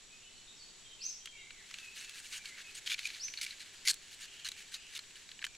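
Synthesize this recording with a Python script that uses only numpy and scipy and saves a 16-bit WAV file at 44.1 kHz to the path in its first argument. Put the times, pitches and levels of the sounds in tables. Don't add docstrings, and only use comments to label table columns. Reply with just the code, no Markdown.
import sys
import numpy as np
from scipy import signal
from scipy.fft import rfft, irfft, next_fast_len
from scipy.io import wavfile

SR = 44100
rng = np.random.default_rng(int(sys.argv[2]) if len(sys.argv) > 2 else 0)


def generate_wav(sig):
    pcm = np.round(np.clip(np.atleast_2d(sig).T, -1, 1) * 32767).astype(np.int16)
    wavfile.write(sys.argv[1], SR, pcm)


N = 245637


def undb(db):
    return 10 ** (np.asarray(db) / 20)


def level(x, db):
    return x * undb(db) / np.sqrt(np.mean(x ** 2) + 1e-20)


def add(out, start_s, x):
    i = max(int(start_s * SR), 0)
    out[i:i + len(x)] += x[:len(out) - i]


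def band(x, hz, width_hz):
    b, a = signal.iirpeak(min(hz, .45 * SR), hz / width_hz, fs=SR)
    return signal.lfilter(b, a, x)


def frequencies(size):
    return np.maximum(np.arange(size // 2 + 1) * SR / size, 1)


def colour(x, points):
    hz, db = np.transpose(points)
    size = next_fast_len(len(x))
    gain = undb(np.interp(np.log(frequencies(size)), np.log(hz), db))
    return irfft(rfft(x, size) * gain, size)[:len(x)]


def walk(size, rate_hz):
    at = np.arange(size) * rate_hz / SR
    return np.interp(at, np.arange(4096), rng.standard_normal(4096))


def swell(size, edge):
    return signal.windows.tukey(size, np.clip(edge, 0, 1))


# frequency in Hz, side minus mid in dB.
SIDE_WIDTH = [(60, -2), (200, -4), (700, -6), (1300, -9), (2500, -14), (4200, -6), (8000, -2)]


def surround(mid, side):
    return mid + np.array([[1], [-1]]) * colour(side, SIDE_WIDTH)


# frequency in Hz, relative density in dB per Hz.
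HUSH_SPECTRUM = [(20, 6.5), (45, -7), (80, -4), (330, -8.5), (560, -11.5), (1200, -12), (2200, -6),
                 (3500, -3), (4200, -4.5), (5100, -9.5), (7900, -10.5), (8300, -17), (9600, -18),
                 (15500, -37)]
HUSH_DB = -59.5
# centre in Hz, width in Hz of each of two passes, rms level in dB.
HISS_BANDS = [(5756, 170, -71.5), (6810, 200, -68.5), (7400, 130, -74), (7782, 180, -69.5), (396, 57, -81)]


def woodland(drift_db=0.5, drift_hz=3.45):
    def layer():
        hush = level(colour(rng.standard_normal(N), HUSH_SPECTRUM), HUSH_DB)
        out = hush * undb(drift_db * walk(N, drift_hz))
        for hz, width_hz, db in HISS_BANDS:
            once = band(rng.standard_normal(N), hz, width_hz)
            out += level(band(once, hz, width_hz), db)
        return out
    return surround(layer(), layer())


def trees(x, t60_s, gap_s):
    t = np.arange(SR) / SR
    fade = undb(-60 * t / t60_s) * (1 - np.exp(-t / gap_s))
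    mid, side = rng.standard_normal((2, SR)) * fade
    echoes = surround(mid, side) / np.sqrt(np.sum(fade ** 2))
    return signal.fftconvolve(x[None], echoes, axes=1)[:, :N]


TWITTERS_PER_S, TWITTER_LENGTH_S = 2.9, 0.077
TWITTER_DB = -63.5
TWITTER_HZ, TWITTER_OCTAVES = 3340, .5


def twitters(glide_octaves=0.153, flutter=0.0296):
    when, pitch, glide = rng.random((int(TWITTERS_PER_S * N / SR), 3)).T
    first_hz = TWITTER_HZ * 2 ** (TWITTER_OCTAVES * (2 * pitch - 1))
    last_hz = first_hz * 2 ** (glide_octaves * (2 * glide - 1))
    return [(start_s, TWITTER_LENGTH_S, first, last, TWITTER_DB, flutter)
            for start_s, first, last in zip(when * N / SR, first_hz, last_hz)]


# start in seconds, length in seconds, first pitch in Hz,
# last pitch in Hz, rms level in dB before the direct and echo gains, pitch flutter as a share.
DISTANT_WHISTLES = [(.199, 0.062, 2850, 2620, -61, 0.039), (0.239, 0.088, 2950, 3010, -59, .008),
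                    (.465, .046, 3550, 3820, -56.5, .046), (0.564, .022, 5800, 4620, -59.5, .014),
                    (0.59, 0.058, 4655, 4390, -55, .014), (0.838, 0.11, 3215, 3080, -58, 0.013),
                    (0.99, 0.033, 2630, 2770, -54.5, 0.014), (1.199, 0.11, 3150, 3224, -57, 0.0079),
                    (1.32, .115, 2393, 2044, -54.5, .015), (1.345, 0.055, 2700, 2810, -57, 0.017),
                    (1.424, 0.092, 2170, 2350, -63, 0.029), (1.555, 0.061, 2250, 1773, -59.5, 0.057),
                    (1.776, 0.12, 2667, 2504, -54, 0.013), (1.975, 0.188, 2620, 2704, -58, 0.021),
                    (2.385, .065, 2340, 2280, -57.5, .022), (2.459, 0.07, 2295, 1980, -54, .005),
                    (2.64, 0.041, 2560, 2570, -52.5, 0.0081), (4.206, 0.26, 2780, 2980, -58.5, 0.076),
                    (4.736, 0.13, 2740, 2905, -58, 0.074)]


def far_birds(direct_db=-5, echo_db=-2, edge=0.22, flutter_hz=348):
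    out = np.zeros(N)
    for start_s, length_s, first_hz, last_hz, db, flutter in DISTANT_WHISTLES + twitters():
        size = int(length_s * SR)
        hz = np.geomspace(first_hz, last_hz, size) * (1 + flutter * walk(size, flutter_hz))
        tone = np.sin(2 * np.pi * np.cumsum(hz) / SR)
        add(out, start_s, level(tone * swell(size, edge), db))
    return undb(direct_db) * out + undb(echo_db) * trees(out, t60_s=0.68, gap_s=0.0017)


# time from its start in seconds, pitch in Hz before the call's ratio,
# level in dB relative to the call.
CHIRP_SHAPE = [(0, 3540, -35), (.008, 4280, -10), (.02, 5100, -6), (.033, 5670, -6), (.05, 6040, 1.5),
               (0.066, 6363, 3), (0.079, 6300, -30), (0.089, 5300, -34), (0.104, 4540, -32)]
# start in seconds, level in dB, pitch ratio, echo in dB at the top pitch of the shape.
CHIRP_CALLS = [(1.0, -41, 1, 2.5), (1.053, -50, 0.9, 0.5), (3.19, -38, 0.98, -4)]


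def near_bird(overtone_db=-29, waver=0.011, waver_hz=726, spread_db_per_octave=9):
    at_s, pitch_hz, shape_db = np.transpose(CHIRP_SHAPE)
    t = np.arange(int(at_s[-1] * SR)) / SR
    direct, scattered = np.zeros(N), np.zeros(N)
    for start_s, db, ratio, echo_db in CHIRP_CALLS:
        hz = ratio * np.interp(t, at_s, pitch_hz) * (1 + waver * walk(len(t), waver_hz))
        phase = 2 * np.pi * np.cumsum(hz) / SR
        tone = np.sin(phase) + undb(overtone_db) * np.sin(2 * phase)
        call = tone * undb(db + np.interp(t, at_s, shape_db))
        spread_db = spread_db_per_octave * np.log2(pitch_hz.max() / hz)
        add(direct, start_s, call)
        add(scattered, start_s, call * undb(echo_db + spread_db))
    return direct + trees(scattered, t60_s=0.47, gap_s=0.00073)


# centre in Hz, width in Hz, level in dB shut, level in dB open.
BOX_MODES = [(946, 81, -3, -22), (1696, 475, 0.5, -9), (2307, 360, 2, 5), (2880, 550, 3, 0.5),
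             (4190, 1060, 1.5, 5.5), (6200, 570, -4.5, -4), (6810, 530, -3.5, -2), (8300, 1100, -9, -22),
             (10730, 330, -29, -8)]
OPEN_S, OPEN_LENGTH_S = 2.843, 0.14
SHUT_S, SHUT_LENGTH_S = 3.872, 0.021


def box(force, at_s, ring_hz, treble_db, ring_db, ring_width_hz, direct_db=-17,
        lowest_hz=1280, soft_hz=12500, treble_hz=4600):
    size = 2 * next_fast_len(len(force))
    f = frequencies(size)
    opened = (at_s - OPEN_S) / OPEN_LENGTH_S
    still_open = 1 - (at_s - SHUT_S) / SHUT_LENGTH_S
    opening = np.clip(min(opened, still_open), 0, 1)

    def mode(hz, width_hz):
        return 1 / (1 + ((f / hz - hz / f) * hz / width_hz) ** 2)

    power = undb(direct_db) ** 2
    for hz, width_hz, shut_db, open_db in BOX_MODES:
        power = power + undb(shut_db + opening * (open_db - shut_db)) ** 2 * mode(hz, width_hz)
    gain = np.sqrt(power) * (1 + undb(ring_db) * mode(ring_hz, ring_width_hz))
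    gain = gain / np.sqrt((1 + (lowest_hz / f) ** 10) * (1 + (f / soft_hz) ** 6))
    gain = gain * undb(treble_db / (1 + (treble_hz / f) ** 4))
    cepstrum = irfft(np.log(gain + 1e-4))
    cepstrum[1:size // 2] *= 2
    cepstrum[size // 2 + 1:] = 0
    return irfft(rfft(force, size) * np.exp(rfft(cepstrum)))[:len(force)]


ONSET_S = .002
CHATTER_S = 0.021


def knock(at_s, peak_db, ring_hz, treble_db, chatter_db=-13, ring_db=6):
    t = np.arange(SR // 16) / SR - ONSET_S
    rise = np.clip(1 + t / ONSET_S, 0, 1)
    decay = undb(-60 * np.maximum(t, 0) / CHATTER_S)
    force = undb(chatter_db) * rng.standard_normal(len(t)) * rise * decay
    force[int(ONSET_S * SR)] += 1
    sound = box(force, at_s, ring_hz, treble_db, ring_db, ring_width_hz=330)
    return undb(peak_db) * sound / np.abs(sound).max()


# hit in seconds, peak level in dB, ring in Hz, treble in dB.
MATCH_KNOCKS = [(1.258, -33, 3320, 4.5), (1.274, -34.5, 3270, -14), (1.507, -35, 3880, -19),
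                (1.712, -36, 3030, -8), (1.7416, -31, 2860, -5), (1.7864, -31.5, 3260, -1),
                (2.0952, -35, 3430, 11), (2.457, -30, 4500, -2), (2.8756, -24, 3020, -4),
                (2.918, -25, 2300, 0), (2.9435, -24, 2400, -8), (2.992, -26.5, 2360, -3),
                (3.055, -24, 2360, -8), (3.072, -29.5, 3600, 6), (3.1031, -34, 2360, -12),
                (3.2825, -32.5, 2430, -7), (3.339, -30.5, 2550, -8), (3.4494, -29.5, 2260, 5),
                (3.465, -31, 2320, -4), (3.5087, -32.5, 4100, -9), (3.9422, -32, 3050, 18),
                (4.4879, -27, 3900, 8), (4.518, -31, 3930, 5), (4.992, -31, 4140, -2),
                (5.291, -38.5, 3940, -7), (5.3162, -36, 4000, -9.5), (5.392, -35.5, 2770, -14),
                (5.4181, -38, 2100, -16), (5.4257, -31.5, 1650, -11), (5.4426, -19.5, 2070, -10.5),
                (5.45, -26.5, 3040, 5), (5.467, -30.5, 1540, -2)]


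def knocks():
    out = np.zeros(N)
    for hit_s, peak_db, ring_hz, treble_db in MATCH_KNOCKS:
        add(out, hit_s - ONSET_S, knock(hit_s, peak_db, ring_hz, treble_db))
    return out


def slips(size, per_s, scatter_db):
    chance, force = rng.random(size), rng.standard_normal((2, size))
    sizes = undb(scatter_db * np.minimum(force[1], 2))
    return (chance < per_s / SR) * np.sign(force[0]) * sizes


HANDLING_FROM_S, HANDLING_TO_S, HANDLING_EASE_S = 1.45, 5.55, 0.35
GRIP_DB = -58.5


def grip(uneven_db=2.46, uneven_hz=35, relax_db_per_s=0.84):
    t = np.arange(N) / SR
    inside_s = np.minimum(t - HANDLING_FROM_S, HANDLING_TO_S - t)
    busy = np.clip(inside_s / HANDLING_EASE_S, 0, 1)
    force = slips(N, per_s=3000, scatter_db=1.5)
    sound = box(force, 0, ring_hz=1830, treble_db=0, ring_db=-15, ring_width_hz=550)
    midway_s = (HANDLING_FROM_S + HANDLING_TO_S) / 2
    drift_db = uneven_db * walk(N, uneven_hz) - relax_db_per_s * (t - midway_s)
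    return level(sound, GRIP_DB) * busy * undb(drift_db)


JOSTLES_PER_S, JOSTLE_PEAK_DB = 5.5, -44.5
JOSTLE_LOW_HZ, JOSTLE_HIGH_HZ = 2150, 4300


def jostles(scatter_db=2, treble_db=1):
    out, span_s = np.zeros(N), HANDLING_TO_S - HANDLING_FROM_S
    for when, place, force in rng.random((int(JOSTLES_PER_S * span_s), 3)):
        start_s = HANDLING_FROM_S + when * span_s
        ring_hz = JOSTLE_LOW_HZ + place * (JOSTLE_HIGH_HZ - JOSTLE_LOW_HZ)
        peak_db = JOSTLE_PEAK_DB + scatter_db * (2 * force - 1)
        add(out, start_s, knock(start_s, peak_db, ring_hz, treble_db))
    return out


def friction(length_s, slips_per_s, scatter_db, judder_db=0, judder_hz=0):
    size = int(np.clip(length_s, .005, .5) * SR)
    return slips(SR // 2, slips_per_s, scatter_db)[:size] * undb(judder_db * walk(size, judder_hz))


def roam(force, roam_db=4.0, roam_hz=70):
    out = force.copy()
    for hz, width_hz, _, _ in BOX_MODES:
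        out += band(force, hz, width_hz) * (undb(roam_db * walk(len(force), roam_hz)) - 1)
    return out


def stroke(force, edge, start_s, db, ring_hz, treble_db, ring_db):
    padded = np.pad(force * swell(len(force), edge), (0, SR // 100))
    sound = box(roam(padded), start_s, ring_hz, treble_db, ring_db, ring_width_hz=310)
    return level(sound, db) * np.sqrt(len(sound) / len(force))


# start in seconds, length in seconds, rms level in dB,
# treble in dB relative to bright_db.
FINGER_RUBS = [(1.936, .135, -51, -0.5), (2.129, .092, -52.5, -0.5), (2.21, 0.14, -56, 5),
               (2.306, 0.098, -46.5, -1), (2.435, 0.073, -54, -5), (2.565, 0.071, -52.5, -7.5),
               (2.74, .062, -50, 2.5), (2.947, 0.27, -51, -5.5), (3.386, .18, -52.5, -7),
               (3.587, 0.053, -52.5, -7), (4.104, 0.054, -56, 4), (4.193, 0.076, -51.5, -1.5),
               (4.562, 0.075, -54.5, -1.5), (4.711, 0.07, -51.5, -1), (4.916, 0.074, -54, -6),
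               (5.154, 0.032, -58.5, -7)]


def fingers(ring_hz=1700, ring_db=-8, bright_db=4.5, edge=0.46):
    out = np.zeros(N)
    for start_s, length_s, db, treble_db in FINGER_RUBS:
        force = friction(length_s, slips_per_s=2400, scatter_db=1.5)
        add(out, start_s, stroke(force, edge, start_s, db, ring_hz, treble_db + bright_db, ring_db))
    return out


# start in seconds, length in seconds,
# rms level in dB, ring in Hz, treble in dB relative to bright_db.
TRAY_SLIDES = [(2.86, 0.053, -44, 3180, -3), (2.893, 0.053, -39.5, 3440, -6),
               (2.979, .02, -49.5, 3120, -23), (3.043, 0.035, -46, 2530, -2),
               (3.372, 0.02, -45.5, 4380, -15), (3.411, 0.035, -41, 2240, -1),
               (4.445, 0.037, -43, 4120, -6.5), (4.738, 0.015, -45.5, 3870, 2.5),
               (4.949, 0.031, -46, 3630, -1)]


def tray(ring_db=8, bright_db=7.0, edge=0.12):
    out = np.zeros(N)
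    for start_s, length_s, db, ring_hz, treble_db in TRAY_SLIDES:
        force = friction(length_s, slips_per_s=5000, scatter_db=5, judder_db=2, judder_hz=470)
        add(out, start_s, stroke(force, edge, start_s, db, ring_hz, treble_db + bright_db, ring_db))
    return out


# time in seconds, level of the scrape in dB.
PUSH_LEVELS = [(3.849, -54), (3.854, -41), (3.865, -38.5), (3.874, -31), (3.912, -25), (3.919, -46),
               (3.936, -48)]
PUSH_FIRST_HZ, PUSH_LAST_HZ = 2020, 4250


def push(first_treble_db=5.5, last_treble_db=10.0, first_ring_db=11, last_ring_db=8):
    out = np.zeros(N)
    at_s, db = np.transpose(PUSH_LEVELS)
    force = roam(friction(at_s[-1] - at_s[0], slips_per_s=20000, scatter_db=1.5, judder_db=4.0, judder_hz=438))
    t = at_s[0] + np.arange(len(force)) / SR
    travel = np.clip((t - SHUT_S) / SHUT_LENGTH_S, 0, 1)
    opened = box(force, at_s[0], PUSH_FIRST_HZ, first_treble_db, first_ring_db, ring_width_hz=120)
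    shut = box(force, at_s[-1], PUSH_LAST_HZ, last_treble_db, last_ring_db, ring_width_hz=300,
               direct_db=-10, soft_hz=9300)
    blend = np.sqrt(1 - travel) * level(opened, 0) + travel * level(shut, 0)
    add(out, at_s[0], blend * undb(np.interp(t, at_s, db)))
    return out


def scene():
    matchbox = fingers() + tray() + push() + grip() + knocks() + jostles()
    return matchbox + near_bird() + far_birds() + woodland()


# frequency in Hz, gain in dB.
MICROPHONE_RESPONSE = [(7500, 0), (9000, 1.5), (11400, .5), (12600, -3), (15500, -6)]
TOP_HZ = 15750


def record(dry):
    sound = np.array([colour(channel, MICROPHONE_RESPONSE) for channel in dry])
    lowpass = signal.ellip(10, .2, 70, TOP_HZ, fs=SR, output="sos")
    return signal.sosfilt(lowpass, sound)


dry = scene()
out = record(dry)
generate_wav(out)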